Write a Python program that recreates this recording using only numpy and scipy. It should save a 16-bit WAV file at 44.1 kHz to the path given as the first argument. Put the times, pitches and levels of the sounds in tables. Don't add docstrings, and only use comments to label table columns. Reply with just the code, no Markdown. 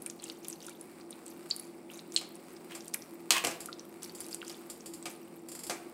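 import sys
import numpy as np
from scipy import signal
from scipy.fft import rfft, irfft
from scipy.io import wavfile

SR = 44100
rng = np.random.default_rng(int(sys.argv[2]) if len(sys.argv) > 2 else 0)


def store_pcm(level_fs):
    pcm = np.round(np.clip(level_fs, -1, 1) * 32767).astype(np.int16)
    wavfile.write(sys.argv[1], SR, np.atleast_2d(pcm).T)


N = 261749
TIME = np.arange(N) / SR
TAIL = np.arange(SR // 2) / SR

# start_s, length_s, effort_db (relative), typical_pop_hz
FORK_STROKES = [(0.219, .1, 1, 5900), (0.426, 0.12, -0.5, 5740), (0.602, 0.098, 2.5, 5860),
                (1.253, 0.06, -3, 7000), (1.499, 0.19, -5.5, 9200), (1.9, 0.079, -1, 7740),
                (2.109, 0.1, 0.5, 8700), (2.82, .06, -4, 10600), (4.017, 0.033, 6.5, 6160),
                (4.17, 0.19, -1.5, 8200), (4.444, 0.1, 4.5, 5700), (5.079, .05, 0, 7750)]
# pitch_hz, level_db (relative), t60_s
PAN_MODES = [(1144.5, 4, 0.23), (2432, -4.5, 0.23), (2562, 1, 0.14), (2620, -27, .3), (2716, -4, 0.23),
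             (2720, -25, 0.39), (3760, -8.5, 0.28), (4120, -3, .22), (4800, 3.5, 0.17), (7040, -5, 0.15),
             (7900, 0, 0.16), (8170, 4, 0.15)]


def amp(db):
    return 10 ** (np.asarray(db) / 20)


def evened(x):
    return x / np.sqrt(np.mean(x ** 2) + 1e-20)


def per_ms(x):
    return x * np.sqrt(SR / 1000 / (np.sum(x ** 2) + 1e-20))


def read(points, hz):
    f, value = np.transpose(points)
    return np.interp(np.log(hz + 1), np.log(f + 1), value)


def add(mix, s, sound):
    part = mix[max(round(s * SR), 0):][:len(sound)]
    part += sound[:len(part)]


def colour(x, spectrum, size=4096):
    hz = abs(np.fft.fftfreq(size, 1 / SR))
    log_gain = np.log(amp(read(spectrum, hz)))
    taps = np.fft.ifft(np.exp(np.conj(signal.hilbert(log_gain)))).real[:size // 2]
    return signal.oaconvolve(x, taps)[:len(x)]


def drift(hz):
    lowpass = 1 / (1 + (np.fft.rfftfreq(N, 1 / SR) / hz) ** 4)
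    return evened(irfft(rfft(rng.standard_normal(N)) * lowpass, N))


def burst(t60):
    return rng.standard_normal(len(TAIL)) * 10 ** (-3 * TAIL / t60)


def ring(modes):
    out = np.zeros(len(TAIL))
    for hz, db, t60 in modes:
        decay = 1e-3 ** (TAIL / t60)
        out += amp(db) * decay * np.sin(2 * np.pi * (hz * TAIL + rng.random()))
    return out


def pop(hz, width, wall_db=-7, wall_fall_db=3, rise=0.017, size=900, count=4):
    t = TAIL[:size]
    age = np.pi * width * t
    envelope = age ** 1.2 * np.exp(-age)
    bend = 1 + rise * (np.tanh(age / 4) - .5)
    direct = envelope * np.sin(2 * np.pi * hz * t * bend)
    out = direct.copy()
    for k, (delay, sign) in enumerate(rng.random((count, 2))):
        echo = np.sign(sign - .5) * amp(wall_db - wall_fall_db * k) * direct
        add(out, .0003 + .0011 * (k + delay), echo)
    return per_ms(out)


def stroke(start, length):
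    attack_s, release_s = 0.0083, 0.042
    age = TIME - start
    return np.clip(age / attack_s, 0, 1) * np.exp(-np.maximum(age - length, 0) / release_s)


def fork_push():
    return sum(amp(db) * stroke(start, length) for start, length, db, _ in FORK_STROKES)


def broth(snap_db=-11, squelch_db=-34, squelch_s=.007, count=8):
    # time_s, level_db (over 1 ms), ring_hz, width_hz
    wet_pops = [(0.022, -36.5, 10700, 1800), (0.0625, -28, 9100, 1530), (0.065, -41.5, 2420, 600),
                (0.0997, -33.5, 6800, 3800), (0.1984, -42, 4300, 600), (0.2409, -33, 8050, 2700),
                (0.2994, -34, 4180, 1600), (0.4513, -44, 3100, 1210), (0.484, -30, 10200, 5200),
                (0.4999, -33.5, 8040, 1010), (0.5283, -36, 6000, 1400), (0.684, -41.5, 1340, 300),
                (0.6952, -41, 7900, 5000), (0.8115, -37.5, 10000, 1200), (1.011, -49, 4600, 900),
                (1.1075, -36.5, 9060, 1820), (1.1284, -42.5, 3820, 1100), (1.2803, -40, 7900, 1000),
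                (1.5036, -32, 7400, 1110), (1.5639, -32.5, 9800, 3800), (1.5974, -32.5, 10200, 2100),
                (1.9005, -42, 2740, 500), (1.9927, -40.5, 4130, 1400), (2.1456, -35, 8200, 800),
                (2.3551, -42, 9400, 2100), (2.5661, -48, 5100, 900), (2.807, -41.5, 5430, 2000),
                (2.8811, -36, 8400, 3100), (2.9396, -30.5, 5700, 3300), (2.9434, -22.5, 10200, 4930),
                (2.946, -32, 2080, 900), (3.022, -40.5, 5430, 1490), (3.47, -26, 7850, 1200),
                (3.6591, -33, 9400, 5100), (3.687, -34.5, 1315, 149), (3.7288, -34.5, 4240, 1530),
                (3.7953, -38.5, 5680, 1110), (4.032, -34, 8400, 4200), (4.0954, -40.5, 4440, 690),
                (4.2053, -32, 10000, 2300), (4.3291, -33.5, 4900, 710), (4.346, -29, 8400, 3260),
                (4.4171, -36.5, 2730, 1170), (4.428, -38.5, 1370, 350), (4.807, -45, 5900, 1900),
                (5.0266, -38.5, 7850, 1000)]
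    out = np.zeros(N)
    for s, db, hz, width in wet_pops:
        snap = per_ms(pop(hz, hz * 0.84, count=1) + 0.54 * pop(hz / 2, hz * 0.58, count=1))
        add(out, s, amp(db) * (pop(hz, width) + amp(snap_db) * snap))
        for when, pitch, loud in rng.standard_normal((count, 3)):
            film_hz = np.clip(hz * 2 ** (.45 * pitch - .2), 900, 13000)
            film_db = squelch_db + 2 * loud + 0.58 * db
            add(out, s + squelch_s * (when + .5), amp(film_db) * pop(film_hz, 0.66 * film_hz))
    return out


def squelches(per_s=75, level_db=-48, spread_db=3.0, spread_octaves=0.49, relative_width=0.37, count=24):
    snap_db, snap_hz, snap_width = -5, 9000, 5500
    out = np.zeros(N)
    for start, length, effort_db, typical_hz in FORK_STROKES:
        ages = (np.arange(count) + rng.random(count)) / per_s
        for age, (pitch, loud) in zip(ages, rng.standard_normal((count, 2))):
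            hz = np.clip(typical_hz * 2 ** (spread_octaves * pitch), 2400, 13000)
            film = pop(hz, relative_width * hz) + amp(snap_db) * pop(snap_hz, snap_width)
            if age < length:
                add(out, start + age, amp(level_db + effort_db + spread_db * loud) * film)
    return out


def smear(level_db=-64, patchy_db=3):
    # (per Hz, relative)
    rub_spectrum = [(500, -11), (1300, 2), (1800, -3), (2700, 2.5), (5000, -4), (8000, 0.5), (14000, -11)]
    rub = rng.standard_normal(N) * amp(patchy_db * drift(180))
    return amp(level_db) * fork_push() * evened(colour(rub, rub_spectrum))


def crackle(per_s=150, level_db=-60, spread_db=3.5, rest_db=-8, count=40):
    stir = amp(rest_db) + fork_push()
    out = np.zeros(N)
    for hz in np.geomspace(2200, 14000, count):
        chance, size = rng.random(N), rng.exponential(1, N)
        at = np.flatnonzero(chance < per_s * np.sqrt(stir * hz / 6000) / count / SR)
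        train = np.zeros(N)
        train[at] = stir[at] * amp(spread_db * np.minimum(size[at], 3.5))
        out += signal.oaconvolve(train, pop(hz, hz * rng.uniform(0.046, 0.33)))[:N]
    return amp(level_db) * out


def spatter(per_s=22, smallest_db=-60, spread_db=4, hz=13000, width=6000):
    size = amp(spread_db * np.minimum(rng.exponential(1, N), 2.5))
    bursts = size * (rng.random(N) < per_s / SR)
    return amp(smallest_db) * signal.oaconvolve(bursts, pop(hz, width))[:N]


def clinks(reach=0.52, clatter_t60=0.1):
    # time_s, level_db (over 1 ms), centre_hz, width_hz, ring_db (relative), clatter_db (over 1 ms)
    tine_blows = [(1.5105, -20.5, 4260, 804, -65, -37), (1.5121, -21.5, 4570, 445, -48, -32),
                  (2.1629, -14.5, 4110, 1100, -36, -25.5), (2.1632, -24, 7660, 1600, -57, -24.5),
                  (2.175, -28, 3030, 980, -57, -39)]
    # pitch_hz, level_db (relative), t60_s
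    tine_modes = [(2504, -1.5, 0.2), (3030, -1, 0.14), (4134, -4, 0.19), (4280, -12, 0.33),
                  (4646, -9, 0.14), (5150, -1.5, 0.21), (6780, -1, 0.18), (7250, -4, .1), (8050, -3, 0.13)]
    out = np.zeros(N)
    for s, db, hz, width, ring_db, clatter_db in tine_blows:
        add(out, s, amp(db) * pop(hz, width, count=2))
        clatter = signal.oaconvolve(burst(clatter_t60), pop(hz, 2.0 * width, count=0))
        add(out, s, amp(clatter_db) * per_ms(clatter))
        struck = [(f, d - 6 * abs(np.log2(f / hz)) / reach, t60) for f, d, t60 in tine_modes]
        add(out, s, amp(ring_db) * ring(struck))
    return out


def knocks(contact_t60=0.096, body_t60=0.18, crack_t60=0.017, ring_db=-10, lift_db=5, thud_db=-3):
    # time_s, crisp_contact_db (relative), hollow_body_db (relative),
    # sharp_crack_db (over 1 ms)
    pan_blows = [(2.749, -47, -40, -52), (3.3063, -21, -29, -10), (3.3201, -24, -50, -19),
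                 (3.4394, -37, -25.5, -56), (3.448, -52, -31, -19), (3.4702, -34.5, -28.5, -27),
                 (3.5105, -38, -44, -50), (5.056, -34.5, -35.5, -60), (5.697, -32, -27.5, -37),
                 (5.7242, -55, -37.5, -48), (2.213, -62, -41, -37), (4.501, -61, -46, -41)]
    # (per Hz, relative)
    contact_spectrum = [(100, -57), (300, -18), (900, -2), (1400, -11.5), (2600, 1.5), (3700, -2.5),
                        (4700, 0.5), (6500, -3.5), (8200, -2.5), (10000, -5), (14000, -13.5), (16000, -30)]
    body_spectrum = [(40, -62), (150, -5), (450, 4), (560, -1), (780, 5), (950, -4), (1350, -2),
                     (1800, -4.5), (2400, 1), (3000, -15.5), (8000, -5), (15000, -27)]
    # pitch_hz, level_db (relative), t60_s
    base_modes = [(462, -3.5, 0.11), (698, 4.5, 0.11), (806, 3, 0.058), (1225, 0.5, 0.088),
                  (1594, -2.5, .1), (2380, -14, 0.32)]
    out, pan, base = np.zeros(N), per_ms(ring(PAN_MODES)), per_ms(ring(base_modes))
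    for s, crisp, hollow, crack in pan_blows:
        add(out, s, amp(crack) * per_ms(colour(burst(crack_t60), contact_spectrum)))
        clatter = per_ms(colour(burst(contact_t60), contact_spectrum))
        add(out, s, amp(crisp + lift_db) * (clatter + amp(ring_db) * pan))
        body = per_ms(colour(burst(body_t60), body_spectrum))
        add(out, s, amp(hollow) * (amp(lift_db) * body + amp(thud_db) * base))
    return out


def ticks(t60=0.096, tail_t60=0.39, tail_db=-10, lift_db=10):
    # time_s, level_db (relative)
    metal_ticks = [(2.751, -43), (3.604, -40.5), (4.149, -44.5), (4.205, -42.5), (4.311, -45), (4.699, -40),
                   (4.859, -42), (4.936, -43), (5.486, -44), (5.517, -43), (5.55, -42), (5.591, -43),
                   (5.635, -40), (5.667, -41)]
    # (per Hz, relative)
    tick_spectrum = [(700, -8), (1500, -14), (3200, -10.5), (4000, -11), (4780, -2), (6100, -12),
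                     (7500, 1.5), (9500, -2.5), (13000, -9.5), (14000, -13), (16000, -18)]
    out = np.zeros(N)
    shared = burst(t60) + amp(tail_db) * burst(tail_t60)
    for s, db in metal_ticks:
        varied = shared + 0.87 * burst(t60)
        add(out, s, amp(db + lift_db) * per_ms(colour(varied, tick_spectrum)))
    return out


def slides(slips_per_s=5000, squeal_hz=1065, waver=0.029, judder_db=3, overtone=0.4, ring_db=-11):
    # time_s, friction_db, squeal_db
    pan_slides = [
        [(2.695, -60, -94), (2.71, -50.5, -77), (2.745, -60, -77), (2.79, -61, -85)],
        [(3.322, -43, -52), (3.345, -32, -54), (3.368, -30.5, -33), (3.385, -36, -56), (3.402, -56, -57)],
        [(3.436, -57, -75), (3.445, -47, -63), (3.475, -70, -68), (3.53, -68, -75)],
    ]
    # (per Hz, relative)
    friction_spectrum = [(60, -34), (200, -24), (700, -7), (1100, -4), (1350, -9.5), (2000, 0.5),
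                         (2300, -4), (2650, 0), (3100, 0), (4000, -10.5), (8000, -11.5), (14000, -23),
                         (16000, -20)]
    friction, squeal = np.zeros((2, N))
    for rows in pan_slides:
        s, friction_db, squeal_db = np.transpose(rows)
        friction += np.interp(TIME, s, amp(friction_db), left=0, right=0)
        squeal += np.interp(TIME, s, amp(squeal_db), left=0, right=0)
    impulses = np.sign(rng.standard_normal(N)) * (rng.random(N) < slips_per_s / SR)
    grip = impulses * amp(judder_db * drift(230))
    slips = friction * evened(colour(grip, friction_spectrum))
    pan = ring(PAN_MODES)
    ringing = signal.oaconvolve(slips, pan / np.linalg.norm(pan))[:N]
    turn = 2 * np.pi * np.cumsum(squeal_hz * (1 + waver * drift(119))) / SR
    squeal_tone = evened(np.sin(turn) + overtone * np.sin(2 * turn))
    return slips + amp(ring_db) * ringing + squeal * squeal_tone


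def shoves(t60=0.27):
    # time_s, level_db (over 1 ms)
    hob_bumps = [(3.308, -48), (3.442, -38.5)]
    dull = [(25, -16), (60, -7), (120, -2), (250, -9), (600, -30), (2000, -66)]
    out = np.zeros(N)
    for s, db in hob_bumps:
        add(out, s, amp(db) * per_ms(colour(burst(t60), dull)))
    return out


def simmer(per_s=900, level_db=-60, spread_db=4.0, steady_share=0.63, swell_db=1.5):
    # (per Hz, relative)
    hiss_spectrum = [(600, -10), (1200, 5.5), (1700, -1), (2300, 1.5), (3300, -8.5), (4800, -5),
                     (6400, -12.5), (8200, -1.5), (10000, -7), (13000, -13.5), (16000, -8.5)]
    size = amp(spread_db * np.minimum(rng.exponential(1, N), 3))
    grains = rng.standard_normal(N) * size * (rng.random(N) < per_s / SR)
    steady = np.sqrt(steady_share) * rng.standard_normal(N)
    fizz = steady + np.sqrt(1 - steady_share) * evened(grains)
    return amp(level_db + swell_db * drift(5.7)) * evened(colour(fizz, hiss_spectrum))


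def background(rush_db=-52.5, waver_hz=3, throb=0.12):
    # pitch_hz, level_db (rms)
    hum_tones = [(169, -66), (214, -64), (253, -62.5), (296, -67.5), (339, -55.5), (473.5, -70.5),
                 (711, -70.5)]
    # (per Hz, relative)
    rush_spectrum = [(15, -101), (25, -61), (47, -34), (139, -23), (161, -15), (308, -12), (334, -2),
                     (440, -16.5), (469, -12.5), (500, -20.5), (543, -14), (670, -21.5), (800, -18.5),
                     (941, -22), (1200, -30.5), (1560, -59), (2640, -120)]
    hum = np.zeros(N)
    for hz, db in hum_tones:
        turn = 2 * np.pi * np.cumsum(hz + waver_hz * drift(14.2)) / SR
        hum += amp(db) * evened((1 + throb * drift(14)) * np.sin(turn))
    rush = amp(rush_db) * evened(colour(rng.standard_normal(N), rush_spectrum))
    return hum + rush


def kitchen(x, size=256):
    # pitch_hz, t60_s
    ring_time = [(200, 0.6), (1000, 0.6), (3000, 0.48), (8000, 0.28), (15000, 0.52)]
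    hz, t, z = signal.stft(rng.standard_normal(len(TAIL)), SR, nperseg=size)
    decay = 1e-3 ** (t / read(ring_time, hz)[:, None])
    tail = signal.istft(z * decay, SR, nperseg=size)[1][:len(TAIL)]
    onset = np.clip((TAIL - .002) / 0.0013, 0, 1)
    tail *= onset * (1 + 0.83 * np.exp(-TAIL / 0.011))
    return signal.oaconvolve(x, tail / np.linalg.norm(tail))[:N]


def scene(food_room_db=-12, metal_room_db=-7):
    food = broth() + squelches() + smear() + crackle() + spatter() + clinks()
    metal = knocks() + ticks() + slides() + shoves()
    room = kitchen(amp(food_room_db) * food + amp(metal_room_db) * metal)
    return (food + metal + room + simmer() + background())[None]


def record(dry, edge_hz=15800):
    thin = signal.sosfilt(signal.butter(2, 45, "highpass", fs=SR, output="sos"), dry)
    band_limit = signal.firwin(301, edge_hz, window=("kaiser", 8), fs=SR)
    return signal.oaconvolve(thin, band_limit[None], "same")


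dry = scene()
out = record(dry)
store_pcm(out)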